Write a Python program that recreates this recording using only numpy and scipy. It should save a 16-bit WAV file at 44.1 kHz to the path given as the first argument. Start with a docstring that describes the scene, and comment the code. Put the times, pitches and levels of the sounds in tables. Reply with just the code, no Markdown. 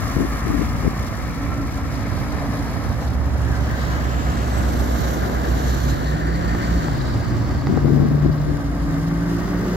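"""A gravel yard, where a diesel street sweeper drives round, showing one side, its nose, then the other side.
The rear engine hums, roars and clatters, shaking panels and pipes, and a low drone comes from the nose.
Tyres crunch stones, loose parts tick and knock, and wind buffets the two microphone openings (ports).
As the nose comes round, oil hisses through the steering valve and the turbo whistles.
Then the hydraulic drive motor sings, rising and falling with the road speed."""
import sys
import numpy as np
from scipy import signal
from scipy.fft import rfft, irfft, next_fast_len
from scipy.io import wavfile
from scipy.ndimage import uniform_filter1d

SR = 44100
rng = np.random.default_rng(int(sys.argv[2]) if len(sys.argv) > 2 else 0)


def transcribe(signal):
    """Save signal, clipped to [-1, 1], as a 16-bit WAV file at the path in sys.argv[1]."""
    frames = np.atleast_2d(signal).T
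    limited = np.clip(frames, -1, 1)
    pcm = np.round(limited * 32767).astype(np.int16)
    wavfile.write(sys.argv[1], SR, pcm)


N = 430399

# Engine speed, held nearly steady. Each row: time in seconds, firings per second.
FIRING_RATE = [(0, 55.6), (.3, 54.6), (.5, 56.2), (1.0, 56.8), (1.6, 56), (1.87, 54.2), (2.1, 57.3),
               (2.3, 58), (2.53, 55.1), (2.8, 57.4), (8.3, 57.3), (9, 56.4), (9.76, 57.8)]
# The exhaust's tones. Each row: multiple of the firing rate, level in dB.
EXHAUST_TONES = [(1, -31.5), (2, -37.5), (2.5, -39.5), (3, -39.5), (3.5, -49), (4, -41.5), (4.5, -44),
                 (6, -53.5)]
# Fan sound beams out of the side grilles. Each row: peak time in seconds, spread in seconds, level in dB.
FAN_BEAMS = [(.3, 0.49, -34), (1.62, 0.32, -33), (2.45, 0.29, -33.5), (7.2, 0.71, -35), (9.0, 0.6, -28.5)]
# Which way the sweeper faces. Each row: time in seconds, share of sound from the nose (0 to 1),
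# delay of that sound at the left port in milliseconds.
HEADING = [(0, 0, 0.049), (2.9, 0.13, 0.046), (3.45, 0.45, 0.12), (4.1, 0.74, 0.37), (4.7, 0.77, 0.53),
           (6.3, 0.94, 0.51), (6.8, 0.93, .53), (7.4, 0.34, 0.53), (9.76, 0.31, 0.67)]
# How late the side's sound reaches the left port. Each row: time in seconds, delay in milliseconds.
SIDE_DELAY = [(0, -0.1), (3.2, -0.093), (7.3, 0.037), (9, .1), (9.76, 0.06)]
# How loudly the sweeper comes across as it turns. Each row: time in seconds, gain in dB.
TURN_GAIN = [(0, 5), (1.6, -0.5), (2.55, 1.5), (3.2, -2.5), (3.85, 3), (5.9, 2), (6.25, -0.5), (6.65, 3),
             (7.05, 0.5), (7.4, -1), (8.2, -3.5), (8.8, -2.5), (9.76, 1.5)]
# The engine's roar, and its clatter from the side and nose. Each row: frequency in Hz, strength in dB.
ROAR_SPECTRUM = [(100, -4), (190, 4.5), (260, 8), (340, 2.5), (430, -0.5), (560, 1.5), (720, 1),
                 (900, -6.5), (1200, -14), (2000, -83)]
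CLATTER_SIDE = [(500, -17.5), (850, -6), (1000, -3), (1230, 2), (1450, -8.5), (1650, -3), (1850, -4.5),
                (2100, -7.5), (2400, -18), (2900, -23), (4500, -52)]
CLATTER_NOSE = [(500, -12), (850, -4), (1000, 4.5), (1230, 3.5), (1450, 4.5), (1650, 2.5), (1850, 0),
                (2100, -4.5), (2400, -9.5), (2900, -29), (4500, -48)]
# Ringing panels and pipes, each heard while it faces this way.
# Each row: peak time in seconds, spread in seconds, pitch in Hz, width in Hz, level in dB.
PANEL_RINGS = [(0.23, 0.69, 1228, 64, -45.5), (1.6, 0.37, 1335, 45, -44.5), (1.06, 1.75, 2205, 430, -47),
               (2.55, 0.73, 576, 450, -39), (3.77, 0.33, 1660, 420, -38.5), (4.3, 0.45, 2380, 1700, -47),
               (4.6, 0.091, 1540, 220, -47), (5.22, 0.5, 1600, 82, -44), (5.9, 0.6, 1670, 290, -42.5),
               (6.27, 0.22, 1810, 290, -39.5), (6.6, 0.13, 1770, 350, -37.5), (5.88, 0.3, 4050, 1100, -45),
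               (6.87, 0.79, 4520, 750, -48), (6.5, 1.9, 344.5, 50, -39.5), (7.1, 3.6, 1578, 62, -47.5),
               (7.7, 1.6, 1110, 93, -49), (8.9, 0.3, 7300, 140, -64), (9.7, 0.19, 342, 290, -32.5)]
# The low, sinking drone. Each row: time in seconds, pitch in Hz, level in dB.
DRONE_CURVE = [(0, 70, -35), (2.85, 69.5, -35), (3.1, 69.1, -24.5), (4.3, 65.6, -24.5), (6.1, 62.4, -24.2),
               (6.75, 62.4, -28), (7, 62.4, -32), (7.7, 62.4, -30), (9.76, 62.4, -44)]
# Its swells and dips. Each row: middle in seconds, spread in seconds, change in dB.
DRONE_SWELLS = [(3.25, 0.21, 2), (4.75, 0.23, 2.5), (5.23, 0.1, -4), (5.62, 0.22, 2.8), (6.77, 0.033, 9)]
# How the oil pipes and the pump housing ring. Each row: pitch in Hz, width in Hz, strength in dB.
PIPE_RINGS = [(7290, 300, -7), (11030, 280, 0), (11960, 150, -4.5)]
HOUSING_RINGS = [(3380, 200, -14.5), (3900, 230, -6), (4320, 480, -4.5), (4930, 190, -7.5)]
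# When each of them beams this way. Each row: peak time in seconds, spread in seconds, level in dB.
PIPE_BEAMS = [(0, 0.77, -62), (2.57, 0.13, -63), (2.6, .5, -64.5)]
HOUSING_BEAMS = [(2.53, 0.51, -50.5), (3.85, 0.097, -49), (5, 0.6, -50), (7.05, 0.15, -44),
                 (8.2, 0.37, -56), (9, 0.5, -67)]
# The gravel's crunch from the side and nose. Each row: frequency in Hz, strength in dB.
GRAVEL_SIDE = [(1800, -13), (2900, -1.5), (3400, -2), (3700, 0), (4450, 0.5), (5200, 2.5), (6000, 0),
               (6600, -2), (7300, -1.5), (8500, -12), (9600, -8), (11200, -8.5), (12500, -8.5), (15000, -9)]
GRAVEL_NOSE = [(1800, -16), (2900, 5.5), (3400, 2.5), (3700, 2.5), (4450, 2.5), (5200, -1.5), (6000, -1),
               (6600, 0), (7300, -1), (8500, -10), (9600, -14), (11200, -10.5), (12500, -7), (15000, -15)]
# How loose parts ring. Each row: pitch in Hz, strength in dB, seconds to fade by 60 dB.
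LOOSE_PART_RINGS = [(433, -1.5, 0.029), (794, -4, 0.022), (1190, 1, 0.0089), (2000, -7.5, 0.015),
                    (2370, -26, 0.0077), (3820, -14, 0.0068), (4850, -15.5, 0.0065)]
# The breeze. Each row: time in seconds, level in dB, left minus right in dB.
BREEZE = [(0, -28, 8), (.4, -28.5, 7), (.75, -24.5, 3), (1.15, -29.5, -8), (1.75, -26, 0), (2.2, -25.5, -6),
          (2.7, -26.5, -4), (3.4, -24, -7.5), (4.4, -27.5, -7), (6.8, -26, -2), (7.3, -21.5, -2),
          (7.9, -22.5, 2), (8.65, -27, 5), (9.1, -28.5, -2), (9.76, -32.5, -8)]
# Gusts on the left port. Each row: start in seconds, end in seconds, level in dB.
GUSTS = [(0.16, 0.261, -16), (0.455, 0.641, -17.5), (.842, .892, -13), (7.68, 7.79, -14.5),
         (7.825, 8.05, -12.8), (8.05, 8.19, -16), (8.235, 8.305, -13.5), (8.472, 8.549, -19.5)]
# The rumble of the breeze and of the gusts. Each row: frequency in Hz, strength in dB.
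BREEZE_SPECTRUM = [(15, -38), (30, -17), (45, -8), (62, -5.5), (85, -3.5), (125, -4.5), (180, -13),
                   (280, -16), (450, -35), (1000, -31.5)]
GUST_SPECTRUM = [(20, -29), (60, 0), (130, -2.5), (260, 0), (350, -5), (500, -16.5), (800, -29.5),
                 (2000, -67)]
# Single swirls of air slap the left port. Each row: start in seconds, level in dB.
WIND_SLAPS = [(0.166, 2), (0.85, -6), (8.248, -1)]
# Stones hit steel. Each row: start in seconds, level in dB, pitch in Hz.
STONE_PINGS = [(1.785, -51, 5510), (3.806, -48, 7800)]
# Loose parts knock. Each row: start in seconds, level in dB, brightness in dB per octave.
KNOCKS = [(1.792, -29, 0), (2.446, -29, 0), (5.297, -24, -4), (6.549, -21, -1), (6.884, -21.5, 0),
          (7.67, -18, 2), (7.774, -18.5, -5.5), (9.479, -25, 0)]
# Oil surges through the steering valve. Each row: peak time in seconds, spread in seconds, level in dB.
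VALVE_SURGES = [(3.025, 0.025, -52), (4.85, 0.52, -48.5), (5.05, 0.1, -52), (5.72, 0.14, -43.5),
                (5.9, 0.027, -45), (6.0, 0.12, -57), (6.75, 0.17, -53)]
# The valve's hiss. Each row: frequency in Hz, strength in dB.
VALVE_SPECTRUM = [(3000, -4.5), (4000, -3), (4900, -9), (5600, -1), (6600, -3), (7500, -6), (8700, -19),
                  (10900, -16), (12500, -8), (15000, -19)]
# The valve's high note, rising and sinking with the flow.
# Each row: time in seconds, pitch in Hz, level in dB, left minus right in dB.
VALVE_SONG = [(3.9, 10600, -90, -13), (4.3, 11000, -62, -13), (4.65, 11500, -55.5, -13),
              (4.9, 11780, -49.5, -12), (5.2, 11900, -51, -12), (5.42, 11850, -55, -8),
              (5.62, 11750, -50.5, -5), (5.95, 11600, -51.5, -5), (6.4, 11400, -85, -5)]
# The turbo spins up and down. Each row: time in seconds, pitch in Hz.
TURBO_PITCH = [(3.7, 6800), (4.0, 7200), (4.55, 7980), (4.8, 8130), (5.2, 8330), (6.4, 7850)]
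# The drive motor follows the road speed. Each row: time in seconds, pitch in Hz.
DRIVE_PITCH = [(5.4, 110), (6.05, 146), (6.4, 167), (6.68, 177), (6.86, 161), (6.98, 135), (7.14, 119),
               (7.4, 129), (7.85, 143), (8.72, 153), (9.0, 163), (9.76, 181)]
# It swells and dips with the load. Each row: time in seconds, level in dB.
DRIVE_LEVEL = [(5, -70), (5.55, -33), (6.15, -27.5), (6.8, -28.5), (6.97, -24.5), (7.2, -32), (7.6, -29),
               (7.9, -19.7), (8.28, -18), (8.5, -24), (8.73, -36), (8.95, -23), (9.27, -22.5),
               (9.45, -26.5), (9.76, -25.5)]
# Its upper tone, and a second wheel motor running an eighth faster in the turn with its own upper tone, as it
# pulls away. Each row: multiple of its pitch, level in dB.
PULL_TONES = [(1.125, -34), (2, -34), (2.25, -43)]
# The two ports hear pitches differently. Each row: frequency in Hz, left minus right in dB.
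PORT_BALANCE = [(700, 0), (1300, -2), (2300, 3.5), (3100, 2), (4000, -1), (5400, 1), (6600, -6),
                (8200, -0.5)]


def from_db(db):
    """Turn decibels into a gain."""
    return 10 ** (np.asarray(db) / 20)


def rms_one(x):
    """Scale x so its average (rms) level is 1."""
    return x / np.sqrt(np.mean(x ** 2) + 1e-20)


def in_time(rows):
    """Join a table's timed rows with straight lines, giving one curve per value column."""
    s, *columns = np.transpose(rows)
    return [np.interp(np.arange(N) / SR, s, c) for c in columns]


def drift(hz):
    """A smooth random wander of size about 1; higher hz wanders faster."""
    r = np.exp(-80 * np.pi * hz / SR)
    slow = signal.lfilter([1], [1, -2 * r, r * r], rng.standard_normal(N // 40 + 2002))[2000:]
    return np.interp(np.arange(N) / 40, np.arange(len(slow)), rms_one(slow))


def angle(hz):
    """The running phase of something that turns at hz."""
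    return 2 * np.pi * np.cumsum(hz) / SR


def tone(phase, db):
    """A pure tone with an rms level of db."""
    return np.sqrt(2) * from_db(db) * np.sin(phase)


def pan(left_db):
    """Gains for the two ports, with the left one left_db above the right."""
    return from_db(np.array([[.5], [-.5]]) * left_db)


def bump(s, spread):
    """A smooth hill: 1 at time s, half at spread seconds either side."""
    return 1 / (1 + ((np.arange(N) / SR - s) / spread) ** 4)


def bumps(rows):
    """Several hills of gain added up."""
    return sum(from_db(db) * bump(s, spread) for s, spread, db in rows)


def rise(start, length):
    """A ramp from 0 to 1, timed in seconds."""
    return np.clip((np.arange(N) / SR - start) / length, 0, 1)


def noise_pair(alike):
    """White noise at both ports: unrelated when alike is 0, the same when it is 1."""
    shared, apart = rng.standard_normal((2, N))
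    return np.sqrt((1 + alike) / 2) * shared + np.sqrt((1 - alike) / 2) * apart * [[1], [-1]]


def colour(x, spectrum):
    """Shape x with a spectrum, fading beyond both ends; the result has level 1."""
    size = next_fast_len(N)
    hz, db = np.transpose(spectrum)
    bins = np.arange(size // 2 + 1) * SR / size
    gain = from_db(np.interp(np.log(bins + 1), np.log(hz), db))
    gain *= np.minimum(bins / hz[0], 1) ** 2 * np.minimum(hz[-1] / (bins + 1), 1) ** 2
    return rms_one(irfft(rfft(x, size) * gain, size)[..., :N])


def resonate(x, hz, width):
    """Make x ring in a band around hz; the result has level 1."""
    r = np.exp(-np.pi * width / SR)
    section = [1 - r, 0, r - 1, 1, -2 * r * np.cos(2 * np.pi * hz / SR), r * r]
    return rms_one(signal.sosfilt([section, section], x))


def ringing(shake, rings):
    """One shake sets off all the rings of a body."""
    return sum(from_db(db) * resonate(shake, hz, width) for hz, width, db in rings)


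def gliding_noise(hz, width):
    """A band of noise whose centre follows hz; the result has level 1."""
    r = np.exp(-np.pi * width / SR)
    band = signal.lfilter([1], [1, -2 * r, r * r], noise_pair(.1) + 1j * noise_pair(.1))
    return rms_one(np.real(band * np.exp(1j * angle(hz))))


def strike(s, hz, db, fade_s):
    """A tone struck at time s that dies away by 60 dB in fade_s seconds."""
    age, out = np.arange(SR // 4) / SR, np.zeros(N)
    start = round(s * SR)
    out[start:start + len(age)] = from_db(db - 60 * age / fade_s) * np.sin(2 * np.pi * hz * age)
    return out


def throb(phase, depth_db, uneven_db):
    """A gain that pulses once per turn of phase, no two pulses equally strong."""
    return rms_one(from_db(depth_db * np.cos(phase) + uneven_db * drift(27.4)))


def delay_left(x, ms):
    """Sound from one side reaches the left port late (early if ms is negative)."""
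    n = np.arange(N)
    return np.array([np.interp(n - np.round(ms * SR / 1000), n, x[0]), x[1]])


def by_heading(side, nose):
    """Blend what the side and the nose send out as the sweeper turns."""
    share, nose_ms = in_time(HEADING)
    side_ms, = in_time(SIDE_DELAY)
    return np.sqrt(1 - share) * delay_left(side, side_ms) + np.sqrt(share) * delay_left(nose, nose_ms)


def body_echoes(x, strength, slide_per_s=.02, count=4):
    """Ground and bodywork add quick echoes whose delays slide as the sweeper moves."""
    n = np.arange(N)
    lags = rng.uniform(.0005, .004, (2, count)) * SR
    stretch = 1 + slide_per_s * n / SR
    echoes = [sum(np.interp(n - np.round(lag * stretch), n, port) for lag in port_lags)
              for port, port_lags in zip(x, lags)]
    return (x + strength * np.array(echoes)) / np.sqrt(1 + count * strength ** 2)


def exhaust(firing, waver_db=2.5):
    """Exhaust pulses hum at multiples of the firing rate, each tone wavering a little."""
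    out = 0
    for multiple, db in EXHAUST_TONES:
        phase = multiple * firing + 2 * np.pi * rng.random() + .36 * drift(7.2)
        out = out + tone(phase, db + waver_db * drift(1.6))
    return out


def fan(firing, blades=5, floor_db=-43, waver_db=3):
    """The fan blades hum, loudest when a side grille faces this way."""
    blade_tone = tone(blades * firing + .47 * drift(12), waver_db * drift(8))
    return np.hypot(from_db(floor_db), bumps(FAN_BEAMS)) * blade_tone


def engine_roar(bursts, base_db=-34, nose_db=5.5, head_on_db=3.5):
    """The body roars, more with the nose in view and most when it points straight this way."""
    side = colour(noise_pair(.79) * bursts, ROAR_SPECTRUM)
    nose = colour(noise_pair(.75), ROAR_SPECTRUM)
    facing_db = nose_db * in_time(HEADING)[0] + head_on_db * bump(5.05, spread=.61)
    gain = from_db(base_db + .054 * in_time(TURN_GAIN)[0] + facing_db)
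    return gain * by_heading(side, nose) * pan(-.89)


def engine_clatter(firing, bursts, base_db=-36):
    """Bursts of burning fuel rattle the engine block, pulsing most clearly from the side."""
    block = colour(noise_pair(.47) * bursts, CLATTER_SIDE)
    side = body_echoes(block, strength=.17)
    nose = colour(noise_pair(.69) * throb(firing, depth_db=-.5, uneven_db=-1.1), CLATTER_NOSE)
    gain = from_db(base_db + .99 * in_time(TURN_GAIN)[0])
    return gain * by_heading(side, nose) * pan(1.25)


def panels(bursts, flicker_db=2):
    """The engine shakes the panels; each ring swells and fades as the sweeper turns and jolts."""
    shakes = [noise_pair(.62) * bursts, noise_pair(1) * bursts]
    rings = 0
    for k, (s, spread, hz, width, db) in enumerate(PANEL_RINGS):
        gain = bump(s, spread) * from_db(db + flicker_db * drift(8.4))
        rings = rings + gain * resonate(shakes[k % 2], hz, width)
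    share, nose_ms = in_time(HEADING)
    return delay_left(rings, share * nose_ms) * pan(.87)


def drone(wobble=.00393, waver_db=.5):
    """The hydraulics drone from the nose, louder and lower as it comes round."""
    hz, db = in_time(DRONE_CURVE)
    phase = angle(hz * (1 + wobble * drift(6.8)))
    swell_db = sum(change * bump(s, spread) for s, spread, change in DRONE_SWELLS)
    return tone(phase, db + swell_db + waver_db * drift(2.3)) * pan(-2.4)


def oil_pipes(firing, floor_db=-69.5):
    """The hydraulic pipes sizzle once per engine cycle, which is every four firings."""
    shake = noise_pair(.32) * throb(firing / 4, depth_db=5, uneven_db=2.8)
    return (from_db(floor_db) + bumps(PIPE_BEAMS)) * ringing(shake, PIPE_RINGS)


def pump_housing(firing, floor_db=-60):
    """Every firing shakes the pump housing into a bright clatter."""
    shake = noise_pair(.1) * throb(firing, depth_db=1.5, uneven_db=3)
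    return (from_db(floor_db) + bumps(HOUSING_BEAMS)) * ringing(shake, HOUSING_RINGS) * pan(-1.8)


def stone_cracks(per_s, spread_db):
    """Stones crack in clumps, most small and a few large."""
    cracks = rng.random(N) < per_s * from_db(4 * drift(8)) / SR
    sizes = from_db(spread_db * np.minimum(rng.exponential(1, N), 4.5))
    return rms_one(cracks * sizes * noise_pair(.95))


def gravel(firing, base_db=-44.5, crack_db=-7):
    """The tyres crunch stones over a hiss that pulses with the engine."""
    pulsing = throb(firing, depth_db=-1.7, uneven_db=1.3)
    side = noise_pair(.74) * pulsing + from_db(crack_db) * stone_cracks(per_s=650, spread_db=2)
    side = body_echoes(colour(side, GRAVEL_SIDE), strength=.18)
    nose = noise_pair(.33) * pulsing + from_db(crack_db) * stone_cracks(per_s=900, spread_db=1)
    nose = colour(nose, GRAVEL_NOSE)
    gain = from_db(base_db + .98 * in_time(TURN_GAIN)[0])
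    return gain * by_heading(side * pan(2.6), nose * pan(-.44))


def rattle(per_s=22, level_db=-52):
    """Chains and links tick at random as the sweeper jolts along."""
    taps = (rng.random(N) < per_s / SR).astype(float)
    age = np.arange(SR // 20) / SR
    ring = sum(from_db(db - 60 * age / fade_s) * np.sin(2 * np.pi * hz * age)
               for hz, db, fade_s in LOOSE_PART_RINGS)
    return from_db(level_db) * rms_one(signal.oaconvolve(taps, ring)[:N])


def wind(lump_db=1.5, gust_lump_db=4.5, edge_s=.029):
    """Swirling air rumbles on each port; stronger gusts roll steadily over the left one."""
    breeze_db, left_db = in_time(BREEZE)
    lumps = from_db(lump_db * np.array([drift(9.4), drift(6.3)]))
    breeze = from_db(breeze_db) * colour(lumps * noise_pair(.34), BREEZE_SPECTRUM) * pan(left_db)
    buffet = colour(from_db(gust_lump_db * drift(85)) * noise_pair(0), GUST_SPECTRUM)
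    buffet /= np.sqrt(uniform_filter1d(buffet ** 2, SR // 20, axis=-1) + 1e-9)  # even out its level
    gust_gain = sum(from_db(db) * (rise(start - edge_s / 2, edge_s) - rise(end - edge_s / 2, edge_s))
                    for start, end, db in GUSTS)
    gusts = gust_gain * buffet * from_db([[0], [-18]])
    low_cut = signal.butter(6, 35, "high", fs=SR, output="sos")
    return signal.sosfilt(low_cut, breeze + gusts)


def wind_slaps(hz=180, fade_s=.018):
    """The hardest swirls of air thump the left port."""
    return sum(strike(s, hz, db, fade_s) for s, db in WIND_SLAPS) * from_db([[0], [-18]])


def stone_pings(fade_s=.04):
    """Flung stones ping off steel."""
    return sum(strike(s, hz, db, fade_s) for s, db, hz in STONE_PINGS)


def knocks(pivot_hz=1000):
    """Loose parts knock: hard hits favour the rings above pivot_hz, soft hits those below."""
    out = np.zeros(N)
    for s, hit_db, brightness in KNOCKS:
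        for hz, ring_db, fade_s in LOOSE_PART_RINGS:
            db = hit_db + ring_db + brightness * np.log2(hz / pivot_hz)
            out += strike(s, hz, db, fade_s) * rng.choice([-1, 1])
    return out


def steering_valve(halo_hz=1500, core_hz=300, core_db=-6, flutter_db=3.5, sputter_db=1.6):
    """Oil sputters through the valve on the right: a hiss, and a high note with a narrow core."""
    hiss = bumps(VALVE_SURGES) * colour(noise_pair(.23), VALVE_SPECTRUM)
    hz, db, left_db = in_time(VALVE_SONG)
    halo = gliding_noise(hz, width=halo_hz)
    core = from_db(core_db + flutter_db * drift(17)) * gliding_noise(hz, width=core_hz)
    song = from_db(db) * rms_one(halo + core)
    sputter = from_db(sputter_db * drift(34))
    return sputter * (hiss * pan(-10) + song * pan(left_db))


def turbo(level_db=-57, flutter_db=3.5):
    """The spinning turbo gives a gliding whistle while the nose points this way."""
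    spin = angle(in_time(TURBO_PITCH)[0] * (1 + .01 * drift(400)))
    return bump(4.5, spread=.55) * tone(spin, level_db + flutter_db * drift(25)) * pan(2)


def drive_motor(wobble=.00393, flutter_db=3):
    """The hydraulic motor's pitch follows road speed; as it pulls away, its upper tone and a second, slightly
    faster wheel motor join."""
    shaft = angle(in_time(DRIVE_PITCH)[0] * (1 + wobble * drift(5.9)))
    main = tone(shaft, in_time(DRIVE_LEVEL)[0])
    upper = sum(tone(multiple * shaft + .4 * drift(15), db + flutter_db * drift(8.2))
                for multiple, db in PULL_TONES)
    return (main + rise(start=8.5, length=.9) * upper) * pan(.4)


def scene():
    """Add up all the sounds; one firing rhythm ties together everything the engine shakes."""
    firing = angle(in_time(FIRING_RATE)[0] * (1 + .0038 * drift(5.1)))
    hum = exhaust(firing) + fan(firing)
    bursts = throb(firing, depth_db=1.5, uneven_db=1)
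    engine = hum + engine_roar(bursts) + engine_clatter(firing, bursts) + panels(bursts)
    hydraulics = drone() + oil_pipes(firing) + pump_housing(firing)
    rolling = gravel(firing) + rattle()
    air = wind() + wind_slaps()
    hits = stone_pings() + knocks()
    return engine + hydraulics + rolling + air + hits + steering_valve() + turbo() + drive_motor()


def record(dry, ceiling=.85, cutoff_hz=15750):
    """Each port favours some pitches, the biggest peaks are rounded off and the top treble is cut."""
    size = next_fast_len(N)
    hz, left_db = np.transpose(PORT_BALANCE)
    bins = np.arange(size // 2 + 1) * SR / size
    balance = pan(np.interp(np.log(bins + 1), np.log(hz), left_db))
    heard = irfft(rfft(dry, size) * balance, size)[:, :N]
    rounded = heard / (1 + (heard / ceiling) ** 6) ** (1 / 6)
    high_cut = signal.ellip(12, .1, 90, cutoff_hz, fs=SR, output="sos")
    return signal.sosfilt(high_cut, rounded)


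dry = scene()
out = record(dry)
transcribe(out)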